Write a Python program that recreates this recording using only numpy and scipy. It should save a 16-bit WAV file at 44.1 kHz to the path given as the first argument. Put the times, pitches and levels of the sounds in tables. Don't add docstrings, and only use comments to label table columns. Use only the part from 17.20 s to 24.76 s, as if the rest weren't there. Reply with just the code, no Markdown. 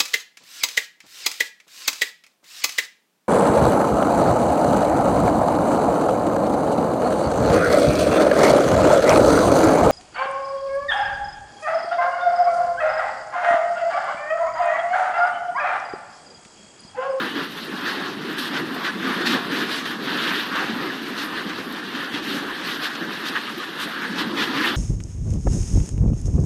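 import sys
import numpy as np
from scipy import signal
from scipy.fft import rfft, irfft, next_fast_len
from scipy.io import wavfile
from scipy.ndimage import uniform_filter1d

SR = 44100
rng = np.random.default_rng(int(sys.argv[2]) if len(sys.argv) > 2 else 0)


def unload_audio(sound):
    columns = np.transpose(np.atleast_2d(sound))
    steps = np.round(np.clip(columns, -1, 1) * 32767)
    wavfile.write(sys.argv[1], SR, steps.astype(np.int16))


def gain_from_db(level_db):
    decades = np.asarray(level_db, float) / 20
    return 10 ** decades


N = 333396
ENVELOPE_HZ = 200


def rms_one(x):
    return x / np.sqrt(np.mean(x ** 2) + 1e-20)


def coloured(x, spectrum):
    hz, db = np.transpose(spectrum)
    size = next_fast_len(N)
    bins = np.arange(1, size // 2 + 2) * SR / size
    gain = gain_from_db(np.interp(np.log(bins), np.log(hz), db))
    return irfft(rfft(x, size) * gain, size)[:N]


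def drift(rate):
    hop = 40
    r = np.exp(-2 * np.pi * rate * hop / SR)
    slow = signal.lfilter([1], [1, -2 * r, r * r], rng.standard_normal(N // hop + 2002))[2000:]
    return np.interp(np.arange(N) / hop, np.arange(len(slow)), rms_one(slow))


def shocklets(per_s, spread_db):
    sizes = gain_from_db(spread_db * np.minimum(rng.exponential(1, N), 5)) * rng.choice([-1, 1], N)
    return rms_one(sizes * (rng.random(N) < per_s / SR))


def swells(s, half_s, edge=2):
    rise_share = .91
    late = np.arange(0, N / SR, 1 / ENVELOPE_HZ) - np.reshape(s, (-1, 1))
    reach = 1.25 * np.reshape(half_s, (-1, 1)) * np.where(late < 0, rise_share, 1)
    return np.exp(-.78 * abs(late / reach) ** edge)


def vent():
    # (time [s], level [dB])
    pressure = [(0.0, -7), (0.69, 4), (1.37, -2.6), (2.06, 2.7), (2.75, -1), (3.44, 3), (4.12, -0.36),
                (4.81, -2.4), (5.5, 0.45), (6.19, 1), (6.87, 0), (7.56, 5)]
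    # (time [s], half length [s], loss [dB])
    lulls = [(0.38, 0.12, 10.5), (0.969, 0.057, 6.5), (1.762, 0.046, 2.5), (2.3, 0.017, 5),
             (2.806, 0.025, 7), (3.308, 0.038, 13), (3.81, 0.032, 5), (4.477, 0.035, 4), (5.877, 0.021, 6),
             (6.356, 0.029, 3.5), (6.493, 0.094, 2), (7.132, 0.067, 3.5)]
    # (time [s], half length [s], level over the steady rumble [dB])
    heaves = [(0.026, 0.029, 9.5), (0.196, 0.062, 8), (0.492, 0.047, 4.5), (0.913, 0.22, 7),
              (1.107, 0.015, 7.5), (1.443, 0.085, 10.0), (1.94, 0.15, 11.5), (2.159, 0.015, 18.5),
              (2.29, 0.041, 8.5), (2.423, 0.062, 9), (2.942, 0.22, 8.5), (3.557, 0.11, 9),
              (4.258, 0.32, 4.5), (4.478, 0.0067, -12), (4.747, 0.03, 3), (4.996, 0.042, 5),
              (5.178, 0.078, 7.5), (5.47, 0.1, 2.5), (5.87, 0.057, 6), (6.076, 0.053, 3.5),
              (6.35, 0.029, 0.5), (6.668, 0.02, 4), (7.068, 0.13, 9.5), (7.387, 0.14, 10.0)]
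    # (time [s], half length [s], level over the
    # steady jet [dB], brightness [dB per layer])
    surges = [(0.032, 0.054, 6, -1.5), (0.206, 0.038, 5.0, -0.5), (0.39, 0.097, -2, 4.5),
              (0.686, 0.02, 8, 2), (1.237, 0.035, 4, 6.5), (1.37, 0.029, 6.5, -0.5),
              (1.563, 0.011, 0.5, -3), (1.67, 0.018, 8.5, -1), (1.892, 0.049, 5, -0.5),
              (2.118, 0.035, 12.5, 2), (2.372, 0.049, 8.5, 1.5), (2.545, 0.044, 5.5, 5),
              (2.69, 0.026, 1.5, 5), (3.055, 0.14, 8, 0.5), (3.382, 0.044, 8, -3), (4.009, 0.032, 5.5, 3.5),
              (4.813, 0.044, 3, 0), (4.957, 0.023, 6.0, 1), (5.121, 0.065, 4, 6.5),
              (5.302, 0.017, -1, -4.5), (5.498, 0.035, 7.5, 4.0), (5.65, 0.02, 8.0, 5.5),
              (6.082, 0.013, 7.5, 6.5), (6.167, 0.01, 6, -4.5), (6.43, 0.011, 0, -4),
              (6.625, 0.02, 7.5, 4.0), (6.833, 0.02, 0.5, -4.5), (7.001, 0.016, 10, 3),
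              (7.213, 0.028, 11.5, 2), (7.421, 0.053, 10, 1),
              (.385, 0.0099, 1.5, 1.5),
        (1.192, 0.0078, 5, 13),
        (2.02, .012, 2.6, 3),
        (2.073, 0.0061, 12, 6),
        (3.03, 0.02, 4, 9),
        (3.09, 0.014, 5.2, 3),
        (4.18, .04, 0.96, -2),
        (5.91, 0.018, 0.81, 0.5),
        (7.47, .02, 8.3, 4.5),
    ]
    # (share of pressure swing [1], share of surge level [1], added to a surge [dB], brightness steps [layers])
    answer = [
        (1.05, 0.9054, -0.96, -1.2),
        (0.93, 1.04, -1.3, 0.4),
        (0.46, 0.92, -3, 0.92),
    ]
    s = np.arange(0, N / SR, 1 / ENVELOPE_HZ)
    at, half_s, loss_db = np.transpose(lulls)
    flow_db = np.interp(s, *np.transpose(pressure)) - loss_db @ swells(at, half_s)

    at, half_s, heave_db = np.transpose(heaves)
    powers = [1 + gain_from_db(2 * heave_db) @ swells(at, half_s)]

    at, half_s, surge_db, bright_db = np.transpose(surges)
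    slugs = swells(at, half_s, edge=2.9)
    for share, surge_share, extra_db, steps in answer:
        slug_db = surge_share * surge_db + extra_db + steps * bright_db
        powers.append(gain_from_db(2 * share * flow_db) + gain_from_db(2 * slug_db) @ slugs)
    return s, 10 * np.log10(powers)


def jet(crackle, flutter_db, patchy_db, wisp_db, knotty_db):
    layer_hz = [330, 1400, 3500, 9000]
    # (frequency [Hz], density [dB per Hz])
    jet_spectrum = [(53, -56), (90, -28), (149, -10), (193, -3.5), (295, 1), (620, -15.5), (1180, -7.5),
                    (1360, -7.5), (1730, -4), (2200, -15), (2920, -12), (3710, -13), (4450, -17.5),
                    (7210, -35.5), (11000, -36), (14300, -43), (22000, -120)]
    s, layers_db = vent()
    swing_db = layers_db - 10 * np.log10(np.mean(gain_from_db(2 * layers_db), axis=1, keepdims=True))
    flutter = drift(11.9)
    centres = 100 * 2 ** np.arange(0, 7.6, .5)
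    layers = np.arange(len(layer_hz))
    size = next_fast_len(N)
    octave = np.log2(np.arange(1, size // 2 + 2) * SR / size)
    eddies = rfft(coloured(rng.standard_normal(N), jet_spectrum), size)
    tearing = rfft(coloured(shocklets(per_s=6000, spread_db=3.5), jet_spectrum), size)
    out = np.zeros(N)
    for k, hz in enumerate(centres):
        band = np.interp(octave, np.log2(centres), np.arange(len(centres)) == k)
        place = np.interp(np.log(hz), np.log(layer_hz), layers)
        weight = np.maximum(1 - abs(layers - place), 0)
        small = place / (len(layer_hz) - 1)
        share = np.clip(crackle * small, 0, 1)
        sound = irfft(band * (np.sqrt(1 - share) * eddies + np.sqrt(share) * tearing), size)[:N]
        surge_db = np.interp(np.arange(N) / SR, s, weight @ swing_db)
        flicker_db = flutter_db * small * flutter
        flicker_db += (patchy_db + knotty_db * (1 - small) ** 4) * drift(13)
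        flicker_db += wisp_db * small ** 2 * drift(22)
        out += sound * gain_from_db(surge_db + flicker_db)
    return gain_from_db(-27) * rms_one(out)


def breeze():
    # (frequency [Hz], density [dB per Hz])
    breeze_spectrum = [(12, -35), (20, 7), (70, 6), (90, -6), (120, -35), (200, -120)]
    # (time [s], half length [s], level change [dB])
    gusts = [(.01, 0.043, 4), (0.095, 0.025, -16), (0.197, .05, 1), (.96, .08, -15), (1.3, .04, -9),
             (1.95, .2, 1), (2.78, .05, -15), (3.42, 0.13, 8), (3.6, .03, -4), (4.485, .06, 2),
             (4.69, .07, -16), (5.0, .05, 10), (5.12, .03, -8), (5.64, .04, -1), (5.75, .03, -15),
             (5.93, .04, -13), (6.08, 0.069, -8), (6.5, .05, -10), (7.033, .07, 7), (7.25, .03, -3),
             (7.374, 0.064, 7), (7.55, .04, 6)]
    at, half_s, change_db = np.transpose(gusts)
    gust_db = change_db @ swells(at, half_s)
    gust_db = np.interp(np.arange(N) / SR, np.arange(len(gust_db)) / ENVELOPE_HZ, gust_db)
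    air = rms_one(coloured(rng.standard_normal(N), breeze_spectrum))
    return gain_from_db(-68 + gust_db + 2.5 * drift(8.3)) * air


def thuds(rise_s, t60, level_db):
    # (time [s], peak level [dB], frequency [Hz])
    landings = [(0.1, -36, 318), (0.165, -19.5, 265), (0.769, -20, 276), (0.97, -23, 219),
                (1.048, -19, 270), (1.302, -25, 275), (1.38, -17.5, 300), (1.804, -24, 222),
                (2.101, -20, 334), (2.325, -13.5, 272), (2.419, -16, 309), (2.871, -14.5, 279),
                (3.123, -25, 264), (3.292, -30, 306), (3.525, -19.5, 226), (4.036, -22, 290),
                (4.261, -16.5, 207), (4.398, -18, 225), (4.466, -19, 252), (4.535, -25, 280),
                (4.94, -12.5, 293), (5.016, -17.5, 324), (5.107, -21.5, 221), (5.248, -31, 283),
                (5.809, -20.5, 330), (6.373, -18.5, 331), (7.005, -16, 303), (7.132, -17, 308),
                (7.458, -20, 318), (7.509, -18.5, 245)]
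    out, age = np.zeros(N + SR), np.arange(SR // 4) / SR
    shape = -np.expm1(-age / rise_s) * gain_from_db(-60 * age / t60)
    for s, peak_db, hz in landings:
        out[round(s * SR):][:len(age)] += gain_from_db(peak_db + level_db) * shape * np.sin(2 * np.pi * hz * age)
    return out[:N]


def puffs(events, spectrum, rise_s, level_db, per_s):
    envelope, age = np.zeros(N + SR), np.arange(SR // 2) / SR
    for s, peak_db, t60 in events:
        shape = -np.expm1(-age / rise_s) * gain_from_db(-60 * age / t60)
        envelope[round(s * SR):][:len(age)] += gain_from_db(peak_db + level_db) * shape
    return envelope[:N] * rms_one(coloured(shocklets(per_s, spread_db=1.5), spectrum))


def ticks():
    # (time [s], peak level [dB], decay t60 [s])
    snaps = [(0.4494, -37, 0.013), (1.1283, -36, 0.015), (1.546, -32, 0.015), (3.6434, -57, 0.015),
             (3.8004, -48, 0.015), (3.9034, -47, 0.013), (4.5246, -36, 0.017), (5.8494, -45, 0.018),
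             (6.3814, -36, 0.015), (6.8174, -43, 0.015), (7.1484, -44, 0.015)]
    # (frequency [Hz], density [dB per Hz])
    snap_spectrum = [(2000, -36), (5000, -10), (8000, 2), (11000, -1), (12500, 3), (14000, -1)]
    return puffs(snaps, snap_spectrum, rise_s=0.00037, level_db=-2.0, per_s=12000)


def bursts():
    # (time [s], peak level [dB], decay t60 [s])
    pops = [(0.5586, -33, 0.07), (0.6568, -30, 0.061), (1.1808, -22.5, 0.047), (1.3638, -16, 0.055),
            (1.6477, -17, 0.06), (2.0566, -17, 0.12), (2.1074, -16, 0.059), (2.3164, -22.5, 0.057),
            (2.4903, -21, 0.086), (2.652, -19, 0.1), (3.069, -16, 0.066), (3.3526, -15.5, 0.051),
            (3.4994, -26.5, 0.08), (3.9759, -20.5, 0.13), (4.2897, -21, 0.077), (4.749, -22, 0.079),
            (4.8227, -27.5, 0.071), (4.9385, -20.5, 0.074), (5.4225, -30, 0.066), (5.6313, -21, 0.081),
            (5.7494, -21.5, 0.076), (6.0544, -21.5, 0.073), (6.15, -22.5, 0.083), (6.3988, -30, 0.082),
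            (6.5909, -28, 0.071), (6.9555, -22, 0.086), (6.983, -19, 0.051), (7.171, -18.5, 0.066),
            (7.405, -20, 0.057)]
    # (frequency [Hz], density [dB per Hz])
    pop_spectrum = [(350, -50), (600, -8.5), (844, -18), (1060, -5), (1750, -4), (2210, -10.5),
                    (3720, -7.5), (11000, -40.5), (14300, -64), (22000, -120)]
    return puffs(pops, pop_spectrum, rise_s=.004, level_db=-2.5, per_s=5000)


def scene():
    fountain = jet(crackle=.35, flutter_db=0.58, patchy_db=1.32, wisp_db=1.46, knotty_db=0.84)
    clots = thuds(rise_s=0.0065, t60=0.062, level_db=2.5)
    return (fountain + breeze() + clots + ticks() + bursts())[None]


def microphone_port(x):
    # (frequency [Hz], gain [dB])
    port_resonance = [(20, -1), (11300, 0), (12300, 7), (13000, 6.5), (13900, 6)]
    return coloured(x, port_resonance)


def handset_rounding(x, waver_db, fill):
    # (frequency [Hz], band rms over rounding step [dB])
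    line_fineness = [(150, 30), (500, 4), (1200, -2), (2500, -3), (5000, -4), (8000, -4.5), (10000, -6),
                     (12000, -8.5), (13600, -10.5)]
    size, order, top_hz = 1024, 24, 13900
    n, k = np.arange(2 * size), np.arange(size)
    basis = np.cos(np.pi / size * np.outer(n + (1 + size) / 2, k + 1 / 2))
    basis *= np.sqrt(2 / size) * np.sin(np.pi * (n[:, None] + 1 / 2) / (2 * size))
    blocks = np.pad(x, (size, 2 * size - N % size)).reshape(-1, size)
    lines = np.hstack([blocks[:-1], blocks[1:]]) @ basis
    hz = (k + 1 / 2) * SR / (2 * size)
    power = uniform_filter1d(uniform_filter1d(lines ** 2, size=15, axis=1), size=3, axis=0)
    level = np.sqrt(power + 1e-20)
    waver = rng.standard_normal((len(lines), size // order + 1))
    waver = np.repeat(waver, order, axis=1)[:, :size]
    point_hz, point_db = np.transpose(line_fineness)
    step = level / gain_from_db(np.interp(np.log(hz), np.log(point_hz), point_db) + waver_db * waver)
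    whole = np.floor((abs(lines) / step) ** (3 / 4) + .4054)
    kept = np.sign(lines) * step * whole ** (4 / 3) + fill * lines
    frames = (kept * (hz < top_hz)) @ basis.T
    return (frames[1:, :size] + frames[:-1, size:]).ravel()[:N]


def roll_off(x):
    return signal.sosfilt(signal.butter(12, 14330, fs=SR, output="sos"), x)


def record(dry):
    mix = handset_rounding(microphone_port(dry[0]), waver_db=3, fill=.08)
    return roll_off(mix[None])


dry = scene()
out = record(dry)
unload_audio(out)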